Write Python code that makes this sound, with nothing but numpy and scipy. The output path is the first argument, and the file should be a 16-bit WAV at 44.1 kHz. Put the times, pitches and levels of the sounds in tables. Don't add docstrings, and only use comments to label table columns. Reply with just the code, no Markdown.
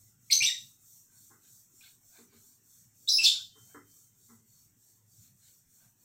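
import sys
import numpy as np
from scipy import signal
from scipy.fft import rfft, irfft, next_fast_len
from scipy.io import wavfile
from scipy.ndimage import uniform_filter1d, map_coordinates

SR = 44100
rng = np.random.default_rng(int(sys.argv[2]) if len(sys.argv) > 2 else 0)


def log_audio(samples):
    frames = np.atleast_2d(samples).T
    limited = np.clip(frames, -1, 1)
    pcm = np.round(limited * 32767).astype(np.int16)
    wavfile.write(sys.argv[1], SR, pcm)


N = 266364


def amp(db):
    return 10 ** (np.asarray(db) / 20)


def unit(x):
    return x / np.sqrt(np.mean(x ** 2) + 1e-20)


def along(points, hz):
    f, values = np.transpose(points)
    return np.interp(np.log(hz + 1), np.log(f + 1), values)


def curve(points):
    times, values = np.transpose(points)
    return np.interp(np.arange(N) / SR, np.sort(times), values)


def wobble(rate_hz, size=SR // 4):
    knots = rng.standard_normal(int(size * rate_hz / SR) + 4)
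    return unit(map_coordinates(knots, [np.arange(size) * rate_hz / SR]))


def filtered(x, response):
    size = next_fast_len(len(x) + 8192)
    return irfft(rfft(x, size) * response(np.fft.rfftfreq(size, 1 / SR)), size)[:len(x)]


def noise(colour, size=N):
    return unit(filtered(rng.standard_normal(size), lambda hz: amp(along(colour, hz))))


def patchy(x, depth_db):
    spectrum = signal.stft(x, nperseg=512)[2]
    field = uniform_filter1d(rng.standard_normal(spectrum.shape), size=2, axis=0)
    field = uniform_filter1d(field, size=14, axis=1)
    return unit(signal.istft(spectrum * amp(depth_db * unit(field)), nperseg=512)[1][:N])


def centred(colour, centre_hz, slope_db):
    return [(hz, db - slope_db * np.log2(hz / centre_hz) ** 2) for hz, db in colour]


def add(out, start_s, x):
    part = out[round(start_s * SR):][:len(x)]
    part += x[:len(part)]


HISS_LEVEL = [(0.0, -65), (0.17, -65.5), (0.8, -60), (2.9, -63), (3.75, -61.5), (4.95, -67), (5.25, -63),
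              (6.04, -66)]
# f/Hz, level/dB
HISS_SPECTRUM = [(1760, -56), (3000, -26), (3420, -14), (4150, -27), (4330, -18), (4510, -38), (5010, -25),
                 (5290, 0.5), (5870, 3.5), (8130, 6), (9400, -5.5), (11500, -5), (12700, -2), (14100, 5),
                 (15700, -5)]
EDGE_SPECTRUM = [(2500, -42), (3150, -19.5), (3450, -5), (3750, -3), (4150, -5.5), (4400, 4.5),
                 (4750, -2.5), (5100, -14), (6000, -43)]
AIR_SPECTRUM = [(100, -5), (250, -0.5), (400, -10), (630, -17), (1400, -14.5), (2200, -18), (3200, -20.5),
                (5000, -23), (8000, -51.5)]

def fan_and_air(turn_hz=3.285, first_dip_s=0.175, depth=0.8, edge_db=-19, air_db=-77):
    turn = 2 * np.pi * turn_hz * (np.arange(N) / SR - first_dip_s)
    swell = np.sqrt(1 - depth * np.cos(turn))
    hiss = swell * patchy(noise(HISS_SPECTRUM), depth_db=2.5)
    lower_edge = amp(edge_db) * swell ** 2 * patchy(noise(EDGE_SPECTRUM), depth_db=5)
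    air = amp(air_db) * patchy(noise(AIR_SPECTRUM), depth_db=3.5)
    return amp(curve(HISS_LEVEL)) * (hiss + lower_edge) + air


RUMBLE_FLOOR = [(0, -69.5), (1.9, -77.5), (3.1, -75), (3.4, -71), (4.6, -71.5), (4.85, -78.5), (5.3, -68),
                (5.7, -77.5)]
RUMBLE_SPECTRUM = [(20, -36), (32, -26.5), (50, -14), (65, -18.5), (86, -9), (105, 5), (150, -6.5),
                   (200, -8.5), (260, -27.5), (350, -36.5), (600, -60.5)]
THUD_PEAKS = [(.05, -65), (.44, -54.5), (.63, -62.5), (1.54, -69.5), (2.38, -67), (2.855, -60.5),
              (3.24, -61.5), (3.635, -60.5), (5.2, -62), (5.336, -62.5), (5.856, -68)]

def rumble(waver_db=1.0, thud_half_s=0.032):
    t = np.arange(N) / SR
    floor = amp(curve(RUMBLE_FLOOR) + waver_db * wobble(10, size=N))
    thuds = sum(amp(db) * np.exp(-((t - peak_s) / thud_half_s) ** 2) for peak_s, db in THUD_PEAKS)
    return np.hypot(floor, thuds) * noise(RUMBLE_SPECTRUM)


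def gesture(t, length_s, first_hz, last_hz):
    rest_hz, scoop_s, sag = 2550, 0.0013, 0.069
    attack_s, release_s = 0.0021, 0.0041
    release = np.clip((t - length_s) / release_s, 0, 1)
    glide = first_hz + (last_hz - first_hz) * np.minimum(t / length_s, 1)
    scoop = (rest_hz - first_hz) * np.exp(-t / scoop_s)
    strength = np.minimum(t / attack_s, 1) * (1 - release) ** 2
    return (glide + scoop) * (1 - sag * release), strength


HARMONICS = [(2, 8), (3, 1), (4, -6), (5, -14.5)]

def whistle(note, swing=0.1, flutter_db=3, churn=0.52, breath_db=-24, tail_s=0.0041):
    length_s, first_hz, last_hz, db, fade_db, rasp, overtone_db = note
    size = int((length_s + tail_s) * SR)
    t = np.arange(size) / SR
    hz, strength = gesture(t, length_s, first_hz, last_hz)
    shake, flutter, eddies = (wobble(rate_hz)[:size] for rate_hz in (1400, 700, 3500))
    breath = rng.standard_normal(SR // 4)[:size]
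    phase = 2 * np.pi * np.cumsum(hz * (1 + swing * rasp * shake)) / SR
    overtones = sum(amp(level) * np.sin(k * phase) * (k * hz < SR / 2) for k, level in HARMONICS)
    turbulence = rasp * (churn * eddies * np.cos(phase) + amp(breath_db) * breath)
    envelope = strength * amp(db - fade_db * t / length_s + flutter_db * rasp * flutter)
    return envelope * (np.sin(phase) + amp(overtone_db) * overtones + turbulence)


def syllable(notes, leak_db=-18):
    out = np.zeros(N)
    for start_s, *note in notes:
        add(out, start_s, whistle(note))
    lowest_hz = min(first_hz for _, _, first_hz, *_ in notes)
    throat = [(0.84 * lowest_hz, leak_db), (lowest_hz, 0)]
    return filtered(out, lambda hz: amp(along(throat, hz)))


# t/s, length/s, first f/Hz, last f/Hz, source level/dB, fade/dB, rasp/0-1, overtone gain/dB
CHIRP_NOTES = [
    [(.301, 0.006, 2250, 2099, -27.5, 1.5, .1, -19.5), (.308, .014, 4350, 4414, -24.5, 2, .6, -15.5),
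     (.321, .009, 4500, 4260, -18.5, 2.5, .75, -24.5), (.325, 0.029, 6050, 6427, -18, 5.5, 0.2, -21)],
    [(.405, 0.0063, 2230, 2370, -21.5, 0, .05, -32), (.419, 0.014, 2480, 2987, -25.5, 0, .45, -10),
     (.431, .010, 3400, 5510, -24.5, 3.5, .5, -23), (.440, .017, 5850, 6023, -25.5, 1.5, .15, -25),
     (.458, .028, 3820, 3672, -25, 1, 0.3, -20), (.487, .014, 2000, 1843, -32, 7, 0.3, -17)],
    [(1.807, 0.0146, 2300, 2510, -57, 6.5, 0.9, -21), (1.824, .04, 3700, 3600, -58.5, 10, 0.9, -25.5)],
    [(3.074, .011, 3700, 4023, -29, 2, .2, -24), (3.084, 0.008, 4050, 3990, -20, 1, 0.3, -26.5),
     (3.087, 0.025, 5350, 5445, -22, 2, 0.4, -25.5), (3.115, 0.062, 4920, 5350, -22.5, 0.5, .25, -24)],
    [(3.185, 0.022, 2680, 2614, -25, 2, 0.2, -19), (3.213, 0.02, 2600, 2605, -35, 0, 0.8, -9),
     (3.231, 0.0093, 5900, 5590, -23.5, -1.5, .7, -20), (3.239, .021, 5300, 4076, -18, 2.5, .95, -22.5),
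     (3.258, .031, 3680, 3514, -17, 5, .45, -22)],
]
BEAK_RESPONSE = [(300, -9), (600, -3), (900, 11), (1400, 1.5), (2000, -2.5), (6300, -2.5), (8000, -1),
                 (9500, -9.5), (13000, -5), (16000, -1)]

def cockatiel():
    voice = sum(syllable(notes) for notes in CHIRP_NOTES)
    return filtered(voice, lambda hz: amp(along(BEAK_RESPONSE, hz)))


ROOM_DECAY = [(150, 0.41), (1000, 0.18), (3500, 0.31), (7000, 0.35), (15000, 0.22)]

def room(x, walls_db=0.5, tail_db=-2, build_s=0.022, echoes=12):
    hz, t, spectrum = signal.stft(rng.standard_normal(SR), SR, nperseg=256)
    decay = amp(-60 * t / along(ROOM_DECAY, hz)[:, None])
    tail = signal.istft(spectrum * decay * (1 - np.exp(-t / build_s)), SR, nperseg=256)[1]
    delays_s = np.geomspace(0.0012, 0.028, echoes) * rng.uniform(0.85, 1.15, echoes)
    walls = np.bincount((delays_s * SR).astype(int), rng.uniform(0.61, 1, echoes), len(tail))
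    response = amp(walls_db) * walls / np.linalg.norm(walls) + amp(tail_db) * tail / np.linalg.norm(tail)
    return x + signal.fftconvolve(x, response)[:N]


MODES = [(882, -63.5, .5), (1570, -61.5, .5), (2677, -70, .45), (3604, -68, .4), (3800, -73, .4)]

def room_modes(x):
    t = np.arange(SR) / SR
    modes = sum(amp(db - 60 * t / t60_s) * np.sin(2 * np.pi * hz * t) for hz, db, t60_s in MODES)
    return signal.fftconvolve(x, modes)[:N]


STROKE_PEAKS = [(1.146, -76.5, 1610), (1.47, -74, 3447), (1.87, -62, 3170), (2.181, -63.5, 1900),
                (2.348, -69.5, 3970), (3.363, -62.5, 1450), (3.72, -71, 1080), (5.25, -74, 4000),
                (5.474, -70.5, 3870), (5.838, -73.5, 1390)]
FEATHER_SPECTRUM = [(200, -23), (700, 3.5), (1000, -2), (1300, -6.5), (1550, 9.5), (1850, -5.5), (2350, -1),
                    (2900, -8), (3500, -3.5), (4400, 4.5), (5200, -14), (9000, -22.5)]

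def feather_strokes(half_s=0.054):
    out, t = np.zeros(N), np.arange(-SR // 4, SR // 4) / SR
    for peak_s, db, centre_hz in STROKE_PEAKS:
        rustle = noise(centred(FEATHER_SPECTRUM, centre_hz, slope_db=3), size=len(t))
        add(out, peak_s + t[0], rustle * amp(db) * np.exp(-(t / half_s) ** 2))
    return np.std(out) * patchy(out, depth_db=4.5)


BUMPS = [(1.299, -55, 870, 0.026, 337, -5), (2.183, -58, 530, 0.0068, 191, -1.5),
         (2.318, -62, 433, 0.0093, 400, 2), (3.553, -65, 810, 0.008, 431, 3.5),
         (3.745, -52, 1020, 0.00084, 288, -4.5), (4.285, -59, 850, 0.021, 224.5, 8)]
CHAIR_SPECTRUM = [(100, -31), (220, 13.5), (300, 4), (430, 8), (610, -18), (860, -7.5), (1400, 3),
                  (1800, -10), (2050, 1.5), (2500, -56), (4500, -33), (7000, -43), (15000, -38.5)]

def chair_bumps(clatter_t60_s=0.16, thump_t60_s=0.15):
    out, t = np.zeros(N), np.arange(SR // 2) / SR
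    for start_s, db, centre_hz, rise_s, thump_hz, thump_db in BUMPS:
        clatter = noise(centred(CHAIR_SPECTRUM, centre_hz, slope_db=3.9), size=len(t))
        clatter *= amp(-60 * t / clatter_t60_s)
        thump = amp(thump_db - 60 * t / thump_t60_s) * np.sin(2 * np.pi * thump_hz * t)
        add(out, start_s, amp(db) * (1 - np.exp(-t / rise_s)) * (clatter + thump))
    return out


def metal_ring(start_s=3.25, hz=3122, db=-54, rise_s=0.02, t60_s=1.4, beat_hz=5.9, drift_rad=0.35):
    t = np.maximum(np.arange(N) / SR - start_s, 0)
    mode = np.sin(2 * np.pi * hz * t + drift_rad * wobble(45, size=N))
    partner = 0.6 * np.sin(2 * np.pi * (hz + beat_hz) * t)
    return amp(db - 60 * t / t60_s) * (1 - np.exp(-t / rise_s)) * (mode + partner)


def scene():
    bird = amp(1.3) * cockatiel()
    bumps = amp(3) * chair_bumps()
    mix = room(bird + bumps) + room_modes(bird) + metal_ring()
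    return (mix + feather_strokes() + fan_and_air() + rumble())[None]


def record(dry, top_hz=15830):
    return filtered(dry[0], lambda hz: hz < top_hz)[None]


dry = scene()
out = record(dry)
log_audio(out)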